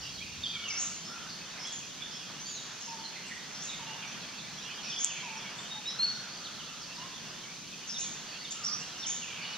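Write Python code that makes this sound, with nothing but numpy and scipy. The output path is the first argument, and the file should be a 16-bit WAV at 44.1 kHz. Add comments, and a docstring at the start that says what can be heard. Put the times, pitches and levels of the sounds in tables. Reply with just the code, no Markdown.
"""A wooded river bank, heard through a stereo pair of microphones. Small birds call over each other,
each note a gliding, wavering tone from the syrinx: thin high calls, mellow warbles, twitters, chips,
rising whistles and far hoots and caws. The trees scatter every note into a short wash.
One sharp tick sounds close by, one dull knock further off. Behind it all lie a far chorus,
a thin hiss, a low steady drone and a fading rumble."""
import sys
import numpy as np
from scipy import signal
from scipy.fft import rfft, irfft, next_fast_len
from scipy.io import wavfile
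from scipy.ndimage import uniform_filter1d

SR = 44100
rng = np.random.default_rng(int(sys.argv[2]) if len(sys.argv) > 2 else 0)


def materialize(psi):
    """Save the field psi as 16-bit PCM at rate SR to the path in sys.argv[1].

    A 1-D psi becomes a single channel; in a 2-D psi each row is a channel.
    """
    bounded = np.clip(np.atleast_2d(psi).T, -1, 1)
    quanta = np.round(bounded * 32767).astype(np.int16)
    wavfile.write(sys.argv[1], SR, quanta)


N = 422037
TIME = np.arange(N) / SR
SIDES = np.array([[.5], [-.5]])  # left and right microphone

# three-part calls: upstroke_start_s, upstroke_length_s, fall_lead_s, fall_db, upstroke_db, top_db
THIN_CALLS = [(0.745, 0.075, 0.068, -32.5, -31, -30), (3.596, 0.047, 0.069, -40.5, -37, -39.5),
              (4.979, 0.03, 0.099, -37, -31, -30.5), (7.964, 0.042, .092, -33.5, -32.5, -33.5),
              (9.055, 0.022, 0.081, -38, -29.5, -30)]
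# lone high notes: start_s, length_s, pitch_hz, level_db, syllable
THIN_NOTES = [(1.72, 0.024, 6620, -34, "fall"), (2.385, 0.062, 6230, -42, "arch"),
              (2.803, 0.024, 6200, -36, "dive"), (3.26, 0.026, 7550, -45, "sag"),
              (5.565, 0.031, 7460, -45, "flat"), (8.795, 0.022, 7300, -42, "flat")]
def thin_calls(fall_hz=(6800, 5600, 5000), rise_hz=(5300, 6250, 8200), top_hz=(6300, 6680, 7000)):
    """High, buzzy calls: a soft fall, a pause, then an upstroke that runs into a top note."""
    notes = spell(THIN_NOTES)
    for start, length, lead, fall_db, rise_db, top_db in THIN_CALLS:
        notes += [(start - lead, 0.04, *fall_hz, fall_db),
                  (start, length, *rise_hz, rise_db),
                  (start + 0.62 * length, 0.046, *top_hz, top_db)]
    voice = sing(notes, waver=0.0176, buzz=0.039, edge=0.32, rough_db=-1.5)
    return place(voice, pan_db=-0.5, lag_ms=0.045, direct_db=-9.5, wet_db=-1.5, t60_s=0.65)


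# mellow notes: start_s, length_s, pitch_hz, level_db, syllable
WARBLES = [(.205, 0.034, 2450, -40.5, "rise"), (.431, 0.025, 3535, -31.5, "sag"),
           (.455, 0.018, 3205, -29, "flat"), (.53, 0.056, 2336, -42, "sag"),
           (.635, 0.067, 2810, -37.5, "sag"), (.70, 0.031, 2210, -40.5, "sag"),
           (1.64, 0.06, 3376, -41.5, "arch"), (2.125, 0.063, 3300, -47, "arch"),
           (2.197, 0.041, 2850, -48, "fall"), (4.96, 0.034, 3380, -36, "flat"),
           (7.94, 0.043, 3700, -37.5, "sag"), (8.44, 0.031, 3610, -40, "sag"),
           (8.8, 0.045, 2760, -45, "lift"), (9.41, 0.17, 2918, -44.5, "flat")]
def warbles():
    """Mellow single notes, with a wash that builds slowly among the trunks."""
    voice = sing(spell(WARBLES), waver=0.014, edge=0.14, rough_db=3.5)
    return place(voice, pan_db=-2, lag_ms=-0.028, direct_db=-4, wet_db=-4.5, t60_s=1, build_s=0.02)


# a rising series: start_s, length_s, pitch_hz, glide_hz
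WHISTLES = [(5.585, 0.015, 3590, 100), (5.7, 0.07, 3720, -30), (5.851, 0.055, 3864, 382),
            (5.986, 0.05, 4265, 190), (6.024, 0.036, 4412, 50)]
# echoes from the banks: delay_s, level_db
BANK_ECHOES = [(.024, -8), (0.048, -9), (.074, -13)]
def whistles(top_db=-27, db_per_octave=52):
    """Pure, straight glides, each higher and so louder than the last, thrown back by the banks."""
    top_hz = max(hz for _, _, hz, _ in WHISTLES)
    notes = []
    for start, length, hz, glide in WHISTLES:
        db = top_db + db_per_octave * np.log2(hz / top_hz)
        notes.append((start, length, hz - glide / 2, hz, hz + glide / 2, db))
    voice = sing(notes, edge=0.35)
    echoed = voice.copy()
    for delay, db in BANK_ECHOES:
        add(echoed, delay, undb(db) * voice)
    return place(echoed, lag_ms=.025, direct_db=0, wet_db=-7.5, t60_s=0.97, spread=0.83)


# four slurs: delay_s, length_s, pitch_hz, level_db, syllable
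SONG = [(0, .043, 3400, -37.5, "fall"), (0.193, .038, 2810, -39.5, "fall"), (0.254, .05, 2400, -44, "sag"),
        (.342, 0.061, 2495, -43, "fall")]
# each time it is sung: start_s, gain_db
SONG_ENTRIES = [(4.898, 0), (9.02, -0.5)]
def songs():
    """A short warbled song that steps downward, from right of the microphones."""
    rows = [(start + delay, length, hz, db + gain_db, syllable)
            for start, gain_db in SONG_ENTRIES for delay, length, hz, db, syllable in SONG]
    voice = sing(spell(rows), waver=0.018, edge=0.21, rough_db=1)
    return place(voice, pan_db=-3.5, direct_db=-3.5, wet_db=-1, t60_s=0.92, build_s=0.026)


# three quick notes: start_s, length_s, pitch_hz, syllable
TWITTER = [(8.634, 0.047, 5560, "rise"), (8.678, 0.025, 4880, "hook"), (8.716, .03, 5730, "rise")]
def twitter(db=-35):
    """A loud up-down-up twitter from a perch to the right."""
    rows = [(start, length, hz, db, syllable) for start, length, hz, syllable in TWITTER]
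    voice = sing(spell(rows), waver=0.014, edge=0.2, rough_db=2)
    return place(voice, pan_db=-4.5, lag_ms=0.046, wet_db=0.5, t60_s=0.68)


# short chips: start_s, length_s, level_db
CHIPS = [(1.668, .0067, -41), (7.872, 0.01, -45), (8.507, 0.0098, -35.5), (8.519, 0.0066, -33.5),
         (8.636, 0.017, -40.5)]
def chips(sweep_hz=(5500, 6800, 7660)):
    """Each chip is the same very fast upward sweep."""
    notes = [(start, length, *sweep_hz, db) for start, length, db in CHIPS]
    return place(sing(notes, waver=0.043), lag_ms=0.041, wet_db=-1.5, t60_s=0.71)


def tick(start_s=5.04534, hz=7000, upper_hz=9800, rise_ms=0.41, db=-9, echo_ms=0.93):
    """One thin snap near the microphones: a few cycles of two resonances and a quick reflection."""
    t = TIME[:SR // 100]
    age = 1000 * t / rise_ms
    envelope = (age * np.exp(1 - age)) ** 4
    ring = envelope * (np.sin(2 * np.pi * hz * t) + undb(-19) * np.sin(2 * np.pi * upper_hz * t))
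    track = np.zeros(N)
    add(track, start_s, undb(db) * ring)
    add(track, start_s + echo_ms / 1000, undb(db - 13) * ring)
    return place(track, lag_ms=.012, direct_db=1.5, wet_db=-10, t60_s=0.085)


# slurred notes: start_s, length_s, pitch_hz, level_db, syllable
SLURS = [(0.418, 0.13, 4610, -50.5, "arch"), (1.048, 0.045, 5200, -47, "lift"),
         (2.105, 0.081, 5390, -49, "bow"), (2.45, 0.071, 4700, -48.5, "arch"),
         (2.465, 0.11, 6650, -46.5, "sag"), (2.545, 0.058, 3870, -48, "hook"),
         (3.036, 0.0315, 4250, -43, "ease"), (3.865, 0.076, 2810, -49.5, "flat"),
         (4.641, 0.11, 2950, -50.5, "rise"), (5.368, 0.034, 5370, -52, "fall"),
         (5.874, 0.038, 5200, -41.5, "dip"), (6.3, 0.11, 4770, -53.5, "arch"),
         (6.445, 0.031, 3840, -44.5, "dive"), (6.591, 0.035, 3000, -48, "fall"),
         (6.805, 0.049, 5100, -49, "fall"), (9.53, 0.038, 4100, -48, "fall")]
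def slurs():
    """Single gliding notes from further along the bank."""
    voice = sing(spell(SLURS), waver=0.018, edge=0.074)
    return place(voice, pan_db=-3, direct_db=0, wet_db=0.5, t60_s=1, build_s=0.003)


# raspy notes: start_s, length_s, pitch_hz, level_db, syllable
FAR_TWITTERS = [(0, 0.044, 5200, -44, "rise"), (.13, .05, 4300, -48, "fall"),
                (1.29, .04, 4390, -43.5, "fall"), (1.56, 0.031, 2133, -44.5, "hook"),
                (1.59, .075, 5430, -43, "rise"), (2.0, 0.045, 3560, -43.5, "arch"),
                (2.85, 0.049, 5280, -44.5, "sag"), (3.125, .05, 2380, -47.5, "fall"),
                (3.28, 0.041, 2205, -43.5, "sag"), (3.675, 0.048, 3680, -43, "hook"),
                (3.7, 0.045, 2510, -47, "fall"), (4.0, 0.054, 2570, -47.5, "fall"),
                (4.83, .033, 5300, -40, "sag"), (6.06, .16, 5740, -53.5, "lift"),
                (6.94, 0.034, 4650, -45, "dive"), (7.34, .09, 3230, -63, "fall"),
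                (8.24, 0.2, 4520, -50.5, "lift"), (8.885, 0.021, 3900, -49, "dive"),
                (9.415, .055, 4450, -45.5, "sag")]
def far_twitters():
    """Birds deep in the trees, reaching the microphones almost only as wash."""
    voice = sing(spell(FAR_TWITTERS), waver=0.045, edge=0.16, rough_db=5)
    return place(voice, pan_db=-3.5, direct_db=-8, wet_db=1.5, t60_s=0.77, build_s=0.0029)


# low notes: start_s, length_s, pitch_hz, level_db, syllable
HOOTS = [(2.872, 0.094, 916, -49, "ease"), (2.985, 0.043, 892, -48, "flat"),
         (3.79, 0.05, 935, -51.5, "sag"), (3.87, 0.098, 880, -52.5, "flat"),
         (5.225, 0.074, 952, -50.5, "sag"), (5.3, 0.083, 887, -52, "flat"),
         (5.752, 0.054, 844, -52.5, "ease"), (6.975, 0.091, 1027, -52.5, "rise")]
def hoots():
    """Soft hoots from far across the water."""
    voice = sing(spell(HOOTS), waver=0.015, edge=0.099)
    return place(voice, direct_db=1, wet_db=-4, t60_s=0.93, spread=0.36, build_s=0.018)


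# distant caws: start_s, length_s, pitch_hz, level_db
CAWS = [(0.534, 0.39, 1357, -54), (1.058, 0.22, 1343, -50), (5.946, 0.34, 1486, -53),
        (6.397, 0.43, 1315, -55), (8.551, 0.21, 1285, -51)]
def caws():
    """Held notes, made hoarse by a fast waver in pitch and level."""
    notes = [(start, length, hz, hz, hz, db) for start, length, hz, db in CAWS]
    return place(sing(notes, waver=0.06, waver_hz=280, rough_db=3), spread=0.16)


def knock(start_s=2.3, hz=700, decay_s=0.014, db=-46):
    """One faint, dull knock some way off: a band of noise that dies quickly."""
    band = signal.butter(2, [hz / 2, hz * 2], "band", fs=SR, output="sos")
    body = unit(signal.sosfilt(band, rng.standard_normal(SR // 10)))
    track = np.zeros(N)
    add(track, start_s, undb(db) * body * np.exp(-TIME[:len(body)] / decay_s))
    return place(track)


# swell of the chorus: time_s, level_db
CHORUS_LEVEL = [(0, -59.5), (1, -63), (3.4, -64.5), (4.8, -57), (5.6, -63), (7.6, -62.5), (9.57, -60)]
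# its colour at the microphones: frequency_hz, gain_db
CHORUS_COLOUR = [(2200, -2.5), (2800, 2.5), (3950, -2), (4500, -2), (5200, -6.5), (6000, 3)]
def chorus(count=800, low_hz=2150, high_hz=5650, scatter_db=3, bend=0.0799, length_s=.045):
    """Many far birds: short raspy slurs, blurred by the trees into a faint chatter."""
    timing, height, stretch = rng.random((count, 3)).T
    first, last, loudness = rng.standard_normal((count, 3)).T
    hz = low_hz * (high_hz / low_hz) ** height
    starts = (np.arange(count) + timing) / count * N / SR
    db = np.interp(starts, *np.transpose(CHORUS_LEVEL)) + scatter_db * loudness
    notes = zip(starts, length_s * (.5 + stretch), hz * (1 + bend * first), hz, hz * (1 + bend * last), db)
    chatter = shape(sing(notes, waver=0.02425, rough_db=3), CHORUS_COLOUR)
    return place(chatter, pan_db=-3, direct_db=-2.5, wet_db=4.5, t60_s=0.26)


# still air between the calls: frequency_hz, density_db
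AIR_SPECTRUM = [(180, -42), (300, -5.5), (590, -2.5), (1000, 0), (1730, 0.5), (2250, -3), (3280, -0.5),
                (4210, -0.5), (6250, -5), (7880, -19), (15500, -35)]
# a narrow dip and peak in it: frequency_hz, gain_db
AIR_COLOUR = [(3600, 0), (3950, -6), (4200, 0), (5400, -0.5), (6200, 3), (7000, 1)]
# midrange level of the hiss: time_s, gain_db
MIDRANGE_GAIN = [(0, -4), (.25, -7), (.6, -2), (1.55, -0.5), (1.88, -4.5), (2.15, -4), (2.97, -3.5),
                 (3.2, -2), (5.9, -1), (7.7, -3), (7.9, -4), (8.15, -0.5), (9.57, -2)]
def hiss(db=-45.5, pan_db=-1, midrange_hz=(450, 2900)):
    """Background hiss whose midrange level starts low and dips briefly a few times."""
    air = shape(diffuse(AIR_SPECTRUM), AIR_COLOUR) * undb(db + SIDES * pan_db)
    midrange = signal.sosfiltfilt(signal.butter(2, midrange_hz, "band", fs=SR, output="sos"), air)
    gain = undb(np.interp(TIME, *np.transpose(MIDRANGE_GAIN)) + 1.27 * walk(8.3, N))
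    return air + midrange * (gain - 1)


# low drone: frequency_hz, density_db
DRONE_SPECTRUM = [(25, -17.5), (70, -20.5), (150, 0), (210, 0), (420, -16), (800, -40)]
def drone(db=-55, sway_db=0.9):
    """Low, far noise whose level sways slightly."""
    return diffuse(DRONE_SPECTRUM) * undb(db + sway_db * walk(9, N))


# course of the rumble: time_s, level_db
RUMBLE_LEVEL = [(0, -53.5), (.5, -59), (.9, -67), (2.4, -83), (2.55, -69), (2.8, -78)]
def rumble():
    """A soft rumble that dies away and briefly returns."""
    noise = diffuse([(25, -18), (90, 16), (300, -28)])
    return noise * undb(np.interp(TIME, *np.transpose(RUMBLE_LEVEL)))


# glides the birds share, relative to mid-note: syllable: first_semitones, last_semitones
SYLLABLES = {"fall": (1.68, -2.72), "sag": (1.23, -1.02), "hook": (2.23, -0.11), "dip": (1.69, 2.74),
             "arch": (-0.925, -0.49), "rise": (-1.76, 0.91), "bow": (-2.5, -1.87), "flat": (0.11, 0.083),
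             "ease": (0.44, -0.45), "lift": (0, 0.78), "dive": (2.7, -4.5)}
def spell(rows):
    """Give each note its first, middle and last pitch from its syllable."""
    notes = []
    for start, length, hz, db, syllable in rows:
        first, last = hz * 2 ** (np.array(SYLLABLES[syllable]) / 12)
        notes.append((start, length, first, hz, last, db))
    return notes


def sing(notes, waver=0.0049, waver_hz=400, buzz=0, buzz_hz=110, edge=0.015, rough_db=0):
    """A syrinx: each note is a sine gliding through three pitches, with waver, fast trill and rasp."""
    track = np.zeros(N)
    for start, length, first, middle, last, db in notes:
        size = int(length * SR)
        u = np.linspace(0, 1, size)  # share of the note gone by
        glide = np.polyval(np.polyfit([0, .5, 1], [first, middle, last], 2), u)
        trill = buzz * np.sin(2 * np.pi * buzz_hz * length * u)
        hz = glide * (1 + waver * walk(waver_hz, size) + trill)
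        swell = np.sin(np.pi / 2 * np.minimum(np.minimum(u, 1 - u) / edge, 1))
        rasp = undb(rough_db * walk(waver_hz, size))
        tone = np.sin(2 * np.pi * np.cumsum(hz) / SR) * rasp
        add(track, start, undb(db) * swell * unit(tone))
    return track


def place(x, pan_db=0, lag_ms=0, direct_db=-2, wet_db=-6, t60_s=0.36, spread=0.4, build_s=0.002):
    """The path to the microphones: direct sound, then a wash scattered by trunks."""
    t = TIME[:SR]
    wash = rng.standard_normal((3, SR)) * undb(-60 * t / t60_s) * (1 - np.exp(-t / build_s))
    wash *= 1 + np.exp(-t / 0.0078)  # the nearest twigs and trunks answer first and loudest
    wash *= undb(wet_db) / np.sqrt(np.sum(wash ** 2, axis=1, keepdims=True))
    ahead = np.sqrt(1 - spread ** 2) * wash[0]  # the part from the source's own direction
    ahead[SR // 2000] += undb(direct_db)
    lag = np.exp(2j * np.pi * np.fft.rfftfreq(SR, 1 / SR) * SIDES * lag_ms / 1000)
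    response = irfft(rfft(ahead) * lag, SR) * undb(SIDES * pan_db) + spread * wash[1:]
    return signal.fftconvolve(x[None], response, axes=1)[:, :N]


# stereo width of the background: frequency_hz, side_minus_mid_db
WIDTH = [(120, -11.5), (350, -2), (900, -9), (4800, -5.5), (6200, 2.5), (8000, -1)]
def diffuse(spectrum):
    """Noise from all around; the two microphones differ more in the treble."""
    mid, side = unit(shape(rng.standard_normal((2, N)), spectrum))
    return mid + 2 * SIDES * shape(side, WIDTH)


def shape(x, points):
    """Filter by a spectrum of (frequency_hz, gain_db) points."""
    hz, db = np.transpose(points)
    size = next_fast_len(N)
    bins = np.maximum(np.fft.rfftfreq(size, 1 / SR), 1)
    gain = undb(np.interp(np.log(bins), np.log(hz), db))
    return irfft(rfft(x, size) * gain, size)[..., :N]


def walk(rate_hz, size):
    """Smooth random drift with a spread near 1."""
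    hold = max(int(SR / rate_hz), 1)
    steps = np.repeat(rng.standard_normal(size // hold + 2), hold)
    return 1.51 * uniform_filter1d(uniform_filter1d(steps, hold), hold)[:size]


def add(track, start_s, sound):
    """Mix a sound into a track."""
    i = int(np.clip(start_s * SR, 0, N - 1))
    track[i:i + len(sound)] += sound[:N - i]


def undb(db):
    """Decibels to gain."""
    return 10 ** (np.asarray(db) / 20)


def unit(x):
    """Scale to rms 1."""
    return x / np.sqrt(np.mean(x ** 2))


def scene():
    """The river bank, each singer on its own perch."""
    birds = thin_calls() + warbles() + songs() + far_twitters() + slurs()
    birds += twitter() + chips() + whistles() + hoots() + caws()
    background = chorus() + hiss() + drone() + rumble()
    return birds + background + tick() + knock()


def record(dry):
    """The recorder cuts the treble steeply above 15.6 kHz."""
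    return signal.sosfilt(signal.ellip(10, .1, 70, 15600, fs=SR, output="sos"), dry)


dry = scene()
out = record(dry)
materialize(out)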